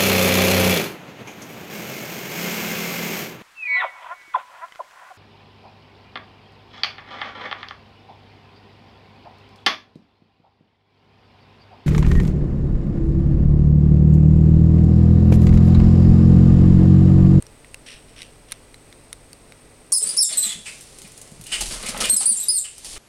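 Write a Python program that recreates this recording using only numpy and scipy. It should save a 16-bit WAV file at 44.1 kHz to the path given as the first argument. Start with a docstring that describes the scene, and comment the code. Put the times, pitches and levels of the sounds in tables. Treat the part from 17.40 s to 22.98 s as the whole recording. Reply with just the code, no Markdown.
"""A kitchen hums quietly while a hand-held recorder ticks and rubs in the grip.
At 2.5 s a cornered mouse squeals in shrill, arched calls, and a kitten pounces on the wooden floor.
Paws thud, skid and scratch across the boards, and clothes rustle as the recorder follows the chase.
At 4.7 s the mouse squeals again. The animals ring in the room, and the recorder turns itself
down under both bouts of squeals."""
import sys
import numpy as np
from scipy import signal
from scipy.fft import rfft, irfft
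from scipy.io import wavfile
from scipy.ndimage import uniform_filter1d

SR = 44100
rng = np.random.default_rng(int(sys.argv[2]) if len(sys.argv) > 2 else 0)


def inscribe(sig):
    """Save sig as 16-bit PCM at rate SR to the path in sys.argv[1].

    A 1-D sig is mono; a 2-D sig holds one channel per row.
    Samples are clipped to [-1, 1] before scaling.
    """
    pcm = np.round(np.clip(np.atleast_2d(sig).T, -1, 1) * 32767)
    wavfile.write(sys.argv[1], SR, pcm.astype(np.int16))


N = 246078
T = np.arange(N) / SR
CUTOFF_HZ = 15900

# flurries of paws: (time [s], patter level [dB], hold [s], fur and claw scratch level [dB])
FLURRIES = [(2.605, -37.5, 0.13, -29), (2.898, -43.5, 0.075, -29), (3.025, -44.5, 0.058, -50),
            (3.24, -56, 0.11, -46), (4.103, -51, .1, -39.5), (4.303, -41, 0.048, -42),
            (4.394, -38, 0.12, -52), (4.538, -33.5, 0.17, -45), (4.754, -34, .09, -42),
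            (4.98, -51, 0.14, -39), (5.552, -38, .03, -63)]
FLURRY_SWELL_S, FLURRY_T60 = 0.0094, 0.35   # a t60 is the seconds a sound takes to fade by 60 dB


def mouse(jitter=0.058, shimmer_db=6, turbulence=0.41, waver=0.009, fade_s=0.00104):
    """A tiny throat makes a whistle-like voice; rasp shakes its pitch and level and adds breath."""
    # one arch of pitch a row; two long squeals break and carry on lower in the next row,
    # and the two rows near 1100 Hz are low opening creaks:
    # (time [s], length [s], rise [s], top pitch [Hz], sag [semitones], level [dB], swell [dB],
    #  first harmonic [dB], harmonics above the second [dB], rasp [0-1])
    squeals = [ (2.520, .008, 0.00081, 1150, .1, -17, 21, 4.5, 1.5, 0.47),
               (2.524, .064, .019, 5305, 3, -4, -8, -1, 2, 0.16),
               (2.626, .020, .002, 4100, .1, -8.5, -5, -5, -7, .23),
               (2.659, 0.018, .008, 4850, 1.5, -13.5, 16, 3.5, 0, 0.28),
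               (2.689, 0.027, 0.0055, 4940, 0.5, -15, -12, 5, 1, .32),
               (2.766, 0.0073, 0.0011, 1122, .1, -16, -8.5, -8, -9, 0.56),
               (2.7706, 0.065, .019, 5650, 4, -5, 0.5, 1, 1, 0.09),
               (2.829, 0.031, 0.0017, 3835, 1.5, -12, -11, 3, -2, 0.05),
               (2.925, 0.015, 0.0056, 4430, .3, -18.5, -7, 13, -6, 0.3),
               (2.972, 0.023, .005, 4110, .5, -8, 2, 0.5, 1, .14),
               (2.996, 0.032, .001, 4070, 0.5, -20, -2, 6, -7, 0.4),
               (3.025, 0.05, 0.0027, 4096, 0.95, -18, -4, 13, 1.5, 0.47),
               (3.092, .050, .002, 3400, .1, -33, -3, 24, 0, .12),
               (4.697, .049, .002, 4160, -.8, -5, 6.5, 1.5, 2.5, 0.17),
               (4.764, 0.0076, 0.0052, 4273, 0.5, -2.5, 6, -11, -12, 0.56),
               (4.768, .021, 0.0051, 5120, 0, -6.5, -11, -8, 2, 0.04),
               (4.794, 0.042, .011, 4700, 3, -13, -3, 3, -9, 0.1),
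               (4.856, 0.075, .014, 4850, 1.14, -3.5, -3, -3.5, -6, .1),
               (4.970, 0.017, .006, 3750, .1, -13.5, -4, -6, 1, .24),
               (4.999, 0.021, 0.0076, 4180, 0.7, -13, -4, -1, 0, 0.1),
               (5.029, 0.018, 0.003, 3960, 0.5, -18.5, 0, 14.5, 9.5, 0.15),
               (5.083, 0.033, 0.0078, 5050, 0.54, -5, -5, 3, 4, 0.03),
               (5.116, .075, 0.00067, 4540, 1, -11.5, 10, 1, -0.5, 0.13), ]
    # what the throat and mouth let through: (frequency [Hz], level [dB])
    throat = [(1100, -18.5), (2200, -26), (3400, -22), (4300, -19), (4900, -13.5), (5400, 0), (6200, -3),
              (7300, 1), (8500, 0.5), (9600, 0.5), (10800, -8.5), (12500, -17.5), (14500, -26),
              (16000, -45)]
    out = np.zeros(N)
    shake = wander(600)
    throb = np.clip(wander(510), -1.5, 1.5)
    breath = turbulence * noise(throat)
    unsteady = 1 + waver * wander(118)   # even the clearest call wavers
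    for s, length, rise_s, top_hz, sag, db, swell_db, first_db, upper_db, own_rasp in squeals:
        on = (T >= s) & (T <= s + length)
        t = T[on] - s
        octaves_down, closing = pitch_arch(t, length, rise_s, sag)
        rasp = own_rasp + .1 * closing   # the voice frays and weakens as the arch ends
        effort_db = db + swell_db * (t / length - .5) - 5 * closing
        hz = top_hz * 2 ** -octaves_down * unsteady[on] * (1 + jitter * rasp * shake[on])
        phase = 2 * np.pi * np.cumsum(hz) / SR
        voice = np.zeros(len(t))
        for k in range(1, 14):
            gain = gain_at(throat, k * hz) * from_db(first_db * (k == 1) + upper_db * (k > 2))
            voice += gain * (k * hz < CUTOFF_HZ) * np.sin(k * phase + 2 * np.pi * rng.random())
        fade = np.clip(np.minimum(t, length - t) / fade_s, 0, 1)
        loudness = fade * from_db(effort_db + shimmer_db * rasp * throb[on])
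        out[on] += (np.sqrt(2) * voice + rasp * breath[on]) * loudness
    return out


def pitch_arch(t, length, rise_s, sag, rise_oct_per_s=17, drop_oct_per_s=13):
    """Pitch slides up, sags, then drops. Gives octaves below its top, and the drop's progress (0-1)."""
    rise_s = np.clip(rise_s, 1e-4, .9 * length)
    drop_s = min(.025, .36 * length)
    opening = np.clip(1 - t / rise_s, 0, 1) ** 1.2
    sagging = np.clip((t - rise_s) / (length - rise_s), 0, 1) ** 0.85
    closing = np.clip(1 - (length - t) / drop_s, 0, 1) ** 2.3
    octaves = rise_oct_per_s * rise_s * opening + sag / 12 * sagging + drop_oct_per_s * drop_s * closing
    return octaves, closing


def patter():
    """Flurries of soft paws drum on the boards."""
    # tone of the drummed boards: (frequency [Hz], level [dB])
    tone = [(60, -35), (170, 8), (330, -9), (560, 6), (850, -9.5), (1200, -0.5), (2000, -3.5), (4000, -4.5),
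            (12000, -60)]
    flurries = strokes([(s, db, hold) for s, db, hold, _ in FLURRIES], FLURRY_SWELL_S, FLURRY_T60)
    return flurries * grainy_noise(tone, grain_db=5.5, grain_hz=37)


def thuds(t60=0.057, contact_s=0.0012, spread=0.216):
    """A soft landing makes the boards ring at seven nearby pitches."""
    # paws and steps landing: (time [s], relative level [dB], middle pitch [Hz])
    landings = [(2.618, -31, 460), (2.661, -33, 171), (2.735, -31, 289), (2.915, -34.5, 608),
                (3.065, -36.5, 213), (3.154, -25.5, 176), (3.185, -38, 200), (3.64, -39.5, 163),
                (3.92, -39, 158), (3.994, -31.5, 138), (4.208, -33, 723), (4.32, -37.5, 207),
                (4.49, -32, 200), (4.546, -33, 987), (4.584, -31, 340), (4.635, -33, 250), (4.73, -28, 213),
                (4.808, -26.5, 1003), (4.913, -29.5, 220), (5.106, -34.5, 377.5)]
    out, t = np.zeros(N), T[:SR // 4]
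    for s, db, hz in landings:
        pitches = hz * np.exp(spread * np.linspace(-1, 1, 7) + rng.normal(0, 0.032, size=7))
        cycles = pitches[:, None] * t + rng.random((7, 1))
        ring = unit_power(np.sin(2 * np.pi * cycles).sum(axis=0))
        add(out, s, ring * from_db(db + 3 - 60 * t / t60) * np.clip(t / contact_s, 0, 1))
    return out


def claws(t60=0.031, trot_span_s=(3.33, 3.95), step_s=0.049):
    """Hard claws click on wood: loud single hits, and a light, uneven trot as the kitten sets off."""
    # the loudest clicks: (time [s], relative level [dB])
    clicks = [(3.409, -24.5), (3.586, -24.5), (3.777, -26.5), (4.012, -25), (4.039, -25.5), (4.067, -21),
              (4.209, -10.5), (4.274, -23), (4.427, -20), (4.576, -16.5), (4.654, -11), (5.381, -18),
              (5.446, -15)]
    # tone of a click: (frequency [Hz], level [dB])
    tone = [(500, -10), (1400, -11), (2600, -5), (4500, -3), (7000, 2), (9400, 5), (12500, -8),
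            (15500, -22)]
    out, t = np.zeros(N), T[:SR // 40]
    steps = zip(np.arange(*trot_span_s, step_s), rng.standard_normal(size=(16, 2)))
    trot = [(s + 0.004 * late, -34 + 4.5 * harder) for s, (late, harder) in steps]
    for s, db in clicks + trot:
        add(out, s, from_db(db - 8.5 - 60 * t / t60))
    return out * noise(tone)


def skids(sharpness=9):
    """Sliding feet scrape the boards; they stick and slip, which sings around one pitch."""
    # feet sliding: (time [s], level [dB], hold [s], singing pitch [Hz])
    slides = [(2.886, -30, 0.047, 3700), (3.024, -31, 0.093, 3390), (3.254, -32.5, 0.02, 2530),
              (3.641, -47, 0.0065, 2380), (4.055, -44, 0.053, 2860), (4.116, -25.5, 0.023, 2920),
              (4.453, -36, 0.021, 2300), (4.634, -23, 0.0052, 3000), (5.24, -29.5, 0.0019, 2960)]
    # tone of the scrape: (frequency [Hz], level [dB])
    tone = [(300, -10.5), (1200, -5), (2100, 5), (2700, 4.5), (3600, 1.5), (4900, 4), (6200, -4), (8300, 9),
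            (9600, 2.5), (11500, -18), (15500, -43)]
    out = np.zeros(N)
    scrape = grainy_noise(tone, grain_db=0.5, grain_hz=200)
    slips = rng.standard_normal(N)
    for *stroke, hz in slides:
        singing = unit_power(signal.lfilter(*signal.iirpeak(hz, sharpness, fs=SR), slips))
        out += strokes([stroke], swell_s=0.0078, t60=0.14) * (scrape + singing)
    return out


def rustling(pounce_s=2.6, still_db=-62):
    """Clothes rustle and brush once the chase is on; fur and claws scratch in each flurry."""
    # clothes moving with the chase: (time [s], relative level [dB])
    movement = [(3.2, -54.5), (3.85, -60), (4.06, -61.5), (4.29, -44), (4.58, -49.5), (4.84, -44),
                (4.96, -37), (5.27, -52.5), (5.58, -45)]
    # quick brushes of cloth: (time [s], level [dB], hold [s])
    swipes = [(4.206, -23.5, .009), (4.255, -30, 0.0071), (4.308, -32, .035), (4.46, -28.5, 0.0056),
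              (4.485, -26, 0.0052), (4.602, -21.5, 0.014), (4.686, -27, 0.014), (4.805, -20.5, 0.024),
              (4.97, -31.5, 0.094), (5.445, -32.5, 0.025), (5.48, -35, 0.06)]
    # tone of cloth and fur: (frequency [Hz], level [dB])
    tone = [(100, -10.5), (500, -2.5), (1400, -10), (2600, -2), (4500, 2), (7000, 0.5), (9400, 4),
            (10800, -3), (12500, -16), (15500, -27.5)]
    clothes = np.where(T < pounce_s, from_db(still_db), from_db(7.5) * gain_over_time(movement))
    brushes = strokes(swipes, swell_s=0.0026, t60=0.14)
    fur = strokes([(s, db, hold) for s, _, hold, db in FLURRIES], FLURRY_SWELL_S, FLURRY_T60)
    loudness = np.sqrt(clothes ** 2 + brushes ** 2 + fur ** 2)
    return loudness * grainy_noise(tone, grain_db=1.5, grain_hz=250)


def grip(ring_db=-8, ring_t60=0.014, crack_t60=0.012):
    """The recorder's light case ticks, each time with a ring of its own, and fingers slide over it."""
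    # ticks in the hand: (time [s], peak [dB], brightness [dB per octave], own ring [Hz])
    ticks = [(.024, -24.5, 12, 8440), (.067, -29.5, -1, 5700), (.246, -32, -42, 1820),
             (.344, -18, -2, 2690), (0.819, -20.5, -11.5, 3900), (0.83, -28.5, -12, 2900),
             (1.112, -28, 2, 9100), (1.1203, -12, -4.5, 10030), (1.124, -18, -13, 5900),
             (1.343, -31.5, -17, 4040), (1.527, -29.5, -20, 3560), (1.729, -16.5, -6, 10170),
             (1.931, -25.5, 9, 4600), (2.122, -28.5, -14, 2240)]
    # pitches the case rings at: (frequency [Hz], level [dB], t60 [s])
    case = [(2150, -7.5, 0.006), (3870, -2, 0.017), (4480, 1, 0.0078), (5500, 7, 0.0029),
            (8960, 15, 0.0055), (9830, 18, 0.0022), (11900, -46, 0.0067), (14400, -15, .004)]
    # fingers sliding: (time [s], level [dB], hold [s])
    rubs = [(.458, -41.5, 0.064), (.68, -53.5, .015), (.759, -44, 0.054), (1.08, -52, 0.048)]
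    # tone of a rub: (frequency [Hz], level [dB])
    rub_tone = [(900, -25), (1700, -6.5), (2300, -5), (2750, 0.5), (3600, -6), (5000, -10.5), (5650, -5.5),
                (6700, -22), (8200, -12), (9200, -9.5), (11000, -27), (15000, -42)]
    out, t = np.zeros(N), T[:SR // 40]
    shell = signal.butter(3, [900, 11000], "band", fs=SR, output="sos")
    for s, peak_db, brightness, ring_hz in ticks:
        body = np.zeros(len(t))
        for hz, db, t60 in case:
            fade = from_db(db + brightness * np.log2(hz / case[0][0]) - 60 * t / t60)
            body += fade * np.sin(2 * np.pi * hz * rng.normal(1, 0.018) * t) * rng.choice([-1, 1])
        ring = from_db(ring_db - 60 * t / ring_t60) * np.sin(2 * np.pi * ring_hz * t)
        crack = 0.35 * rng.standard_normal(len(t)) * from_db(-60 * t / crack_t60)
        tick = signal.sosfilt(shell, body / np.abs(body).max() + ring + crack)
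        add(out, s, from_db(peak_db) * tick / np.abs(tick).max())
    rubbing = strokes(rubs, swell_s=0.0058, t60=0.3) * grainy_noise(rub_tone, grain_db=3, grain_hz=200)
    return out + rubbing


def moving_air():
    """Air rumbles against the moving microphone."""
    # strength of the air: (time [s], relative level [dB])
    gusts = [(0.0, -53), (0.06, -52.5), (2.42, -58.5), (2.55, -67), (4.09, -54.5), (4.13, -42), (4.18, -44),
             (4.23, -34), (4.33, -40.5), (5.22, -52), (5.28, -62), (5.36, -51.5), (5.58, -39)]
    # tone of the rumble: (frequency [Hz], level [dB])
    tone = [(20, -0.5), (40, 8), (65, -11.5), (110, -12.5), (300, -16), (2000, -56)]
    return from_db(-.5) * gain_over_time(gusts) * grainy_noise(tone, grain_db=-1, grain_hz=43)


def background(murmur_db=-52, hiss_db=-57.5):
    """Appliances murmur and hum, and the microphone adds a thin hiss."""
    # steady murmur of the house: (frequency [Hz], level [dB])
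    murmur = [(12, -31), (20, -3.5), (139, -6.5), (169, -9.5), (439, -6.5), (649, -9.5), (771, -13),
              (1350, -17.5), (1730, -19.5), (2500, -18), (3120, -24), (3980, -24.5), (7000, -33),
              (9100, -85), (15400, -120)]
    # microphone hiss: (frequency [Hz], level [dB])
    hiss = [(5500, -13), (7300, -23.5), (7950, 0), (8200, -5), (8450, 0), (8750, 7.5), (9200, -20),
            (10500, -13), (12500, -18), (15500, -22)]
    # humming notes: (frequency [Hz], level [dB])
    notes = [(50, -61.5), (101, -63), (143, -62.5), (246, -65.5), (287, -70), (440, -65.5), (1975, -72.5)]
    hum = np.zeros(N)
    for hz, db in notes:
        phase = 2 * np.pi * (hz * T + rng.random()) + 0.19 * wander(1.8)
        hum += np.sqrt(2) * from_db(db) * np.sin(phase)
    return from_db(murmur_db) * noise(murmur) + from_db(hiss_db) * noise(hiss) + hum


def room(x, build_s=0.0036, tail_db=-3.5, echo_db=-13.5):
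    """Direct sound, three echoes off floor and cupboards, then a tail that dies band by band."""
    # how long the kitchen rings: (frequency [Hz], t60 [s])
    ring_times = [(300, 0.39), (3000, 0.38), (5000, 0.29), (8500, 0.35), (11500, 0.24), (15000, 0.23)]
    t = T[:SR * 3 // 4]
    hz = np.fft.rfftfreq(len(t), 1 / SR)
    white = rfft(rng.standard_normal(len(t)))
    edges_hz = [0, 2000, 4000, 6000, 8000, 10000, 13000, SR // 2]
    tail = np.zeros(len(t))
    for low, high in zip(edges_hz, edges_hz[1:]):
        t60 = np.interp((low + high) / 2, *np.transpose(ring_times))
        tail += irfft(white * ((hz >= low) & (hz < high)), len(t)) * from_db(-60 * t / t60)
    tail *= np.clip(t / build_s, 0, 1)
    response = from_db(tail_db) * tail / np.sqrt(np.sum(tail ** 2))
    response[0] += 1   # the direct sound
    delays = (rng.uniform(.001, .012, size=3) * SR).astype(int)
    response[delays] += from_db(echo_db) * rng.choice([-1, 1], size=3)
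    return signal.fftconvolve(x, response)[:N] / np.sqrt(np.sum(response ** 2))


def from_db(db):
    """Turn decibels into a gain, a number to multiply by."""
    return 10 ** (np.asarray(db) / 20)


def unit_power(x):
    """Scale a signal to an average power of 1."""
    return x / np.sqrt(np.mean(x ** 2) + 1e-20)


def gain_at(tone, hz):
    """Gain of a tone table at the given frequencies."""
    table_hz, db = np.transpose(tone)
    return from_db(np.interp(np.log(hz + 1), np.log(table_hz), db))


def gain_over_time(curve):
    """Join (time [s], level [dB]) points into a changing gain."""
    return from_db(np.interp(T, *np.transpose(curve)))


def with_tone(x, tone):
    """Filter a signal by a tone table; power 1."""
    return unit_power(irfft(rfft(x) * gain_at(tone, np.fft.rfftfreq(N, 1 / SR)), N))


def noise(tone):
    """Smooth noise with the given tone."""
    return with_tone(rng.standard_normal(N), tone)


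def wander(hz):
    """Random motion up to about this rate; typical size 1."""
    return unit_power(signal.sosfilt(signal.butter(2, hz, fs=SR, output="sos"), rng.standard_normal(N)))


def grainy_noise(tone, grain_db, grain_hz):
    """Noise of many tiny slips or swirls of air, which come in clumps."""
    white = rng.standard_normal(N)
    clumps = from_db(grain_db * np.clip(wander(grain_hz), -2, 2))
    return with_tone(white * clumps, tone)


def strokes(rows, swell_s, t60):
    """Loudness of strokes (time [s], level [dB], hold [s]) that swell, hold and die away."""
    power = np.zeros(N)
    for s, db, hold in rows:
        swell = np.clip((T - s) / swell_s, 0, 1)
        fading_s = np.maximum(T - s - swell_s - hold, 0)
        power += (from_db(db - 60 * fading_s / t60) * swell) ** 2
    return np.sqrt(power)


def add(track, s, sound):
    """Mix a short sound in at s seconds."""
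    start = max(int(s * SR), 0)
    track[start:start + len(sound)] += sound[:max(N - start, 0)]


def scene():
    """The animals sound through the room; grip, clothes and moving air are right at the microphone."""
    paws = patter() + thuds() + claws() + skids()
    air = moving_air()
    return (room(mouse() + paws) + rustling() + grip() + air + background())[None]


def record(dry, ceiling_db=-12.5, release_db_per_s=14):
    """The recorder turns loud sound down at once and recovers slowly, rounds peaks and cuts the top."""
    level_db = 10 * np.log10(np.abs(uniform_filter1d(dry[0] ** 2, size=200)) + 1e-12)
    excess_db = np.maximum(level_db - ceiling_db, 0)
    recovery_db = release_db_per_s * T
    cut_db = np.maximum.accumulate(excess_db + recovery_db) - recovery_db
    turned_down = dry * from_db(-uniform_filter1d(cut_db, size=100))
    treble_cut = signal.ellip(10, .2, 80, CUTOFF_HZ, fs=SR, output="sos")
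    return signal.sosfilt(treble_cut, np.tanh(turned_down))


dry = scene()
out = record(dry)
inscribe(out)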